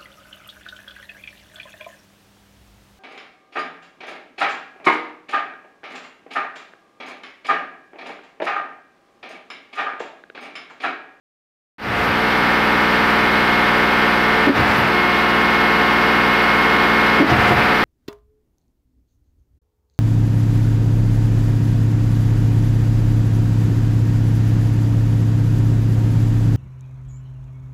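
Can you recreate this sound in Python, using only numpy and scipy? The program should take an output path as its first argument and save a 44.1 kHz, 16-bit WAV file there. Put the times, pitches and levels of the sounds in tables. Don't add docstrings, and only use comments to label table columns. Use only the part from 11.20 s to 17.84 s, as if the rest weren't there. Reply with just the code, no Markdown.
import sys
import numpy as np
from scipy import signal
from scipy.fft import rfft, irfft
from scipy.io import wavfile
from scipy.ndimage import uniform_filter1d, minimum_filter1d

SR = 44100
rng = np.random.default_rng(int(sys.argv[2]) if len(sys.argv) > 2 else 0)


def transcribe(signal):
    frames = np.atleast_2d(signal).T
    limited = np.clip(frames, -1, 1)
    pcm = np.round(limited * 32767).astype(np.int16)
    wavfile.write(sys.argv[1], SR, pcm)


N = 292824
TIME_S = np.arange(N) / SR
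FREQ_HZ = np.fft.rfftfreq(N, 1 / SR)
CYCLE_HZ = 19.99


def gain_of(db):
    return 10 ** (np.asarray(db) / 20)

def unit_rms(x):
    return x / np.sqrt(np.mean(x ** 2) + 1e-20)

def spectrum_db(points, hz):
    points_hz, points_db = np.transpose(points)
    return np.interp(np.log(hz + 1), np.log(points_hz), points_db)

def coloured(x, points):
    return unit_rms(irfft(rfft(x) * gain_of(spectrum_db(points, FREQ_HZ)), N))

def wander(rate_hz):
    return unit_rms(irfft(rfft(rng.standard_normal(N)) / (1 + (FREQ_HZ / rate_hz) ** 2), N))

def add(mix, start_s, sound):
    part = mix[round(start_s * SR):][:len(sound)]
    part += sound[:len(part)]

def swell(centre_s, width_s):
    return np.exp(-((TIME_S - centre_s) / width_s) ** 2)

def tone(cycles, level_db, waver_db):
    amplitude = np.sqrt(2) * gain_of(level_db + waver_db * wander(6.0))
    return amplitude * np.cos(2 * np.pi * (cycles + rng.random()))

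def resonance(pitch_hz, width_hz, level_db):
    phase = 2 * np.pi * pitch_hz * TIME_S
    return gain_of(level_db) * (wander(width_hz) * np.cos(phase) + wander(width_hz) * np.sin(phase))


# freq_hz, relative_db
AIR_SPECTRUM = [(25, -71), (60, -74), (190, -58), (320, -57), (620, -59), (1000, -56.5), (2100, -56),
                (2900, -62.5), (4800, -68), (6700, -86), (10500, -87.5), (13000, -84), (15000, -92)]

def air_rush(level_db=-21.5, flutter_db=0.5, swell_db=0.07):
    strength = gain_of(flutter_db * wander(40) + swell_db * wander(5.5))
    return gain_of(level_db) * coloured(strength * rng.standard_normal(N), AIR_SPECTRUM)


# shaft_harmonic, level_db
FAN_TONES = [(10, -36.5), (11, -37), (12, -41)]

def fan(cycles, turns_per_cycle=3.868):
    return sum(tone(round(k) * turns_per_cycle * cycles, db, waver_db=2.5) for k, db in FAN_TONES)


# start_s, length_s, next_cylinder, pressure_db, creep_db_per_s, kick_db,
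# rumble_db, squirt_db
CHANGEOVERS = [(0.559, .4, 0, -3, 1.83, 7, -23, -2), (3.29, 0.4, 1, 1.8, -.5, 5, -23, -0.5),
               (6.02, .44, 0, -1.5, 1.5, 10.5, -22, 0)]

def oil_pressure(drop_db=-10.5, drop_s=0.043, return_s=0.065, overshoot_db=1.5, settle_s=0.17):
    load_db, cylinder_mix = np.zeros(N), np.zeros(N)
    for start_s, length_s, cylinder, pressure_db, creep_db_per_s, kick_db, *_ in CHANGEOVERS:
        age_s = TIME_S - start_s
        push_s = np.maximum(age_s - length_s, 0)
        push_db = pressure_db + creep_db_per_s * push_s + overshoot_db * np.exp(-push_s / settle_s)
        swing_db = drop_db + kick_db * swell(start_s + 0.58 * length_s, width_s=0.079)
        load_db += (swing_db - load_db) * np.clip(age_s / drop_s, 0, 1)
        load_db += (push_db - load_db) * np.clip(push_s / return_s, 0, 1)
        cylinder_mix += (round(cylinder) - cylinder_mix) * np.clip(age_s / length_s, 0, 1)
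    return load_db, cylinder_mix

def churning(delay_s=0.046, attack_s=0.04, hold_share=0.82, release_s=0.11, rest_db=-46):
    motion = gain_of(rest_db)
    for start_s, length_s, *_, rumble_db, _ in CHANGEOVERS:
        rise = np.clip((TIME_S - start_s - delay_s) / attack_s, 0, 1)
        fall = np.clip(1 - (TIME_S - start_s - hold_share * length_s) / release_s, 0, 1)
        motion = motion + gain_of(rumble_db) * rise * fall
    return motion


# freq_hz, relative_db
RUMBLE_SPECTRUM = [(25, -32), (50, -10), (75, -2), (118, -2), (170, -5), (330, -10), (600, -8),
                   (1100, -11.5), (1800, -9.5), (2600, -10.5), (4000, -33), (8000, -45)]

def concrete_rumble():
    hopper = resonance(pitch_hz=115.5, width_hz=14, level_db=-7.5)
    frame = resonance(pitch_hz=720, width_hz=11, level_db=-6)
    pipe = coloured(rng.standard_normal(N), RUMBLE_SPECTRUM)
    return churning() * (pipe + hopper + frame)


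# changeover_share, level_db, width_s, centre_hz, width_octaves
OIL_VALVES = [(.2, -36, .012, 5300, .25), (.42, -23, 0.017, 1650, .22), (.6, -43.5, 0.084, 4800, 1.0),
              (.74, -44, .03, 12600, .22), (.92, -25, .025, 2400, 0.29)]

def oil_squirts():
    out, noise = np.zeros(N), rfft(rng.standard_normal(N))
    for share, level_db, width_s, centre_hz, width_octaves in OIL_VALVES:
        band = np.exp(-(np.log2((FREQ_HZ + 1) / centre_hz) / width_octaves) ** 2)
        envelope = sum(gain_of(squirt_db) * swell(start_s + share * length_s, width_s)
                       for start_s, length_s, *_, squirt_db in CHANGEOVERS)
        out += gain_of(level_db) * envelope * unit_rms(irfft(noise * band, N))
    return out


def impact_envelope(level_db, t60_s, rise_s=0.001):
    t = TIME_S[:SR // 2]
    return gain_of(level_db) * (1 - np.exp(-t / rise_s)) * np.exp(-np.log(1000) * t / t60_s)

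def struck_mode(pitch_hz, level_db, t60_s):
    return impact_envelope(level_db, t60_s) * np.sin(2 * np.pi * pitch_hz * TIME_S[:SR // 2])


# start_s, level_db, hardness_db_per_octave
FRAME_KNOCKS = [(3.374, -16, -3), (3.407, -23.5, -10), (3.584, -24, -7), (6.115, -8, -2),
                (6.307, -6.5, 1.5), (6.318, -12, 3), (6.337, -20, -3)]
# pitch_hz, relative_db, t60_s
FRAME_MODES = [(86.5, -13, 0.22), (133, -2, 0.13), (220, -14, 0.1), (329, -1.5, 0.12), (521, -14.5, 0.11),
               (709, -5, 0.12), (1000, -6, 0.043)]
# freq_hz, relative_db
GRAVEL_SPECTRUM = [(100, -4), (300, 12), (1100, -5), (2500, -24), (6000, -36)]

def knocks(crunch_db=-9, crunch_t60_s=0.086):
    out = np.zeros(N)
    for start_s, level_db, hardness in FRAME_KNOCKS:
        ring = sum(struck_mode(hz, level_db + mode_db + hardness * np.log2(hz / 300), t60_s)
                   for hz, mode_db, t60_s in FRAME_MODES)
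        gravel = coloured(rng.standard_normal(N), GRAVEL_SPECTRUM)[:len(ring)]
        crunch = impact_envelope(level_db + crunch_db + 2 * hardness, crunch_t60_s) * gravel
        add(out, start_s, ring + crunch)
    return out


# start_s, level_db, pitch_hz, t60_s
VALVE_SLAMS = [(3.271, 1.5, 291, 0.088), (3.281, -5.5, 357, .08), (3.294, 2, 276, 0.15),
               (5.998, -4, 330, 0.076), (6.003, -1.5, 280, 0.18), (6.021, -4, 319, 0.17),
               (6.042, -8, 268.8, .1)]
# pitch_ratio, relative_db
PIPE_MODES = [(1, -2), (1.28, -12), (2.02, -13.5), (3.2, -22)]

def valve_slams():
    out = np.zeros(N)
    for start_s, level_db, pitch_hz, t60_s in VALVE_SLAMS:
        ring = sum(struck_mode(pitch_hz * ratio, level_db + db, t60_s) for ratio, db in PIPE_MODES)
        add(out, start_s, ring)
    return out


# changeover_share, offset_hz
SPEED_SAG = [(0, 0), (.25, -.74), (.55, -.41), (.77, -.34), (.99, .26), (1.24, -.05), (1.5, 0)]

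def crank(jitter_cycles=0.00038, shudder_cycles=0.019):
    offset_hz = sum(np.interp((TIME_S - start_s) / length_s, *np.transpose(SPEED_SAG))
                    for start_s, length_s, *_ in CHANGEOVERS)
    unevenness = (jitter_cycles + shudder_cycles * churning()) * wander(13.5)
    return np.cumsum(CYCLE_HZ + offset_hz) / SR + unevenness


BAND_EDGES_HZ = [0, 150, 550, 1100, 1900, 6000]

def spread_power(lines, hz, bursts):
    cycle = 0
    for low_hz, high_hz in zip(BAND_EDGES_HZ, BAND_EDGES_HZ[1:]):
        band = irfft(lines * (hz >= low_hz) * (hz < high_hz))
        power = uniform_filter1d(band ** 2, len(band) // 8, mode="wrap")
        levelled = band * np.sqrt(power.mean() / power)
        cycle = cycle + levelled * (bursts if high_hz <= BAND_EDGES_HZ[2] else 1)
    return rfft(cycle)


# cycle_harmonic, level_db
EXHAUST_LINES = [(2, -51), (3, -38), (4, -43), (5, -48), (6, -40), (7, -41), (8, -41), (9, -36), (10, -32),
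                 (11, -29), (12, -39), (13, -34), (14, -35), (15, -35), (16, -36), (17, -39), (19, -36),
                 (20, -38), (21, -51), (22, -31), (23, -49), (24, -37), (25, -47), (26, -36), (27, -37),
                 (28, -39)]
# cycle_harmonic, level_db
BLOCK_LINES = [(42, -34), (46, -37), (48, -32), (49, -36), (52, -38), (58, -32), (59, -36), (60, -37),
               (62, -36), (63, -32), (65, -35), (66, -30), (69, -33), (73, -31), (75, -36), (76, -37),
               (77, -37), (78, -32), (81, -34), (84, -36), (87, -33), (89, -32), (92, -34), (93, -35),
               (100, -38), (104, -37), (105, -35), (109, -38)]
# freq_hz, line_db
CLATTER_SPECTRUM = [(600, -46.5), (850, -41), (1200, -41.5), (1700, -42), (2100, -44.5), (2500, -45.5),
                    (3200, -53), (4500, -69), (5500, -70.5)]

def diesel_engine(cycles, cylinders=3, scatter_db=4.0, burst_floor=0.97, decay_share=0.28, size=8192):
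    position, harmonic = np.arange(size) / size, np.arange(size // 2 + 1)
    hz = harmonic * CYCLE_HZ
    line_db = spectrum_db(CLATTER_SPECTRUM, hz) + scatter_db * rng.standard_normal(len(hz))
    for k, level_db in [*EXHAUST_LINES, *BLOCK_LINES]:
        line_db[round(k)] = level_db
    sounding = (harmonic > 1) & (harmonic < 300) & (harmonic % 18 > 0)
    amplitudes = gain_of(line_db) * sounding
    bursts = burst_floor + np.exp(-(position * cylinders % 1) / decay_share)
    lines = amplitudes * np.exp(2j * np.pi * rng.random(len(hz)))
    for _ in range(12):
        lines = amplitudes * np.exp(1j * np.angle(spread_power(lines, hz, bursts)))
    return np.interp(cycles, position, irfft(lines) * size / np.sqrt(2), period=1)


# piston_harmonic, first_cylinder_db, second_cylinder_db, waver_db
WHINE_TONES = [(1, -33.5, -33, 0.5), (2, -32, -32, 1.9), (3, -34, -28, 1.4), (4, -32.5, -33, 0),
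               (5, -31.5, -35, 3), (6, -26.5, -26, 1.14), (7, -40, -41, 2), (8, -40, -38.5, 2),
               (9, -41.5, -41.5, 2)]
# centre_s, level_db, width_s, piston_harmonic
LINE_SURGES = [(0.987, -27.5, 0.044, 2), (3.8, -35.5, 0.17, 1), (6.503, -26, 0.055, 2)]

def hydraulic_pump(cycles, pistons=9):
    pulses = 2 * pistons * cycles
    load_db, cylinder_mix = oil_pressure()
    whine = sum(tone(round(k) * pulses, load_db + first_db + (second_db - first_db) * cylinder_mix, waver)
                for k, first_db, second_db, waver in WHINE_TONES)
    drone = sum(swell(centre_s, width_s) * tone(round(k) * pulses, level_db, waver_db=4.5)
                for centre_s, level_db, width_s, k in LINE_SURGES)
    return whine + drone


def scene(low_cut_hz=75):
    cycles = crank()
    cover = resonance(pitch_hz=445, width_hz=5.2, level_db=-36)
    turbo = resonance(pitch_hz=13050, width_hz=50, level_db=-61)
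    machine = diesel_engine(cycles) + hydraulic_pump(cycles) + fan(cycles) + air_rush() + cover + turbo
    rumble = concrete_rumble()
    low_cut = signal.butter(3, low_cut_hz, "highpass", fs=SR, output="sos")
    blows = signal.sosfilt(low_cut, valve_slams() + knocks())
    return (machine + rumble + blows + oil_squirts())[None]


# time_s, gain_db
LEVEL_DRIFT = [(1, -0.6), (2.2, 0), (3.2, -0.57), (3.8, -1.5), (4.3, -0.37), (5.8, 0.3)]

def fade_in(start_s=0.583, from_db=-27, rise_s=0.21):
    opening = 1 - (1 - gain_of(from_db)) * np.exp(-np.maximum(TIME_S - start_s, 0) / rise_s)
    drift = gain_of(np.interp(TIME_S, *np.transpose(LEVEL_DRIFT)))
    return (TIME_S > start_s) * opening * drift

def record(dry, threshold_db=-13.0, duck_slope=1.245, hold_s=0.037, settle_s=0.01, ceiling=0.67):
    window = np.clip(hold_s * SR - np.arange(SR // 4), 0, 1)
    power = signal.oaconvolve(dry[0] ** 2, window / window.sum())[:N]
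    over_db = np.maximum(10 * np.log10(abs(power) + 1e-12) - threshold_db, 0)
    pole = np.exp(-1 / (settle_s * SR))
    duck_db = duck_slope * signal.lfilter([1 - pole], [1, -pole], over_db)
    ducked = dry * fade_in() * gain_of(-duck_db)
    allowed_gain = ceiling / np.maximum(abs(ducked), ceiling)
    limited = ducked * uniform_filter1d(minimum_filter1d(allowed_gain, size=200), size=200)
    low_pass = signal.firwin(1023, cutoff=15720, window=("kaiser", 9), fs=SR)
    return signal.oaconvolve(limited, low_pass[None], "same")


dry = scene()
out = record(dry)
transcribe(out)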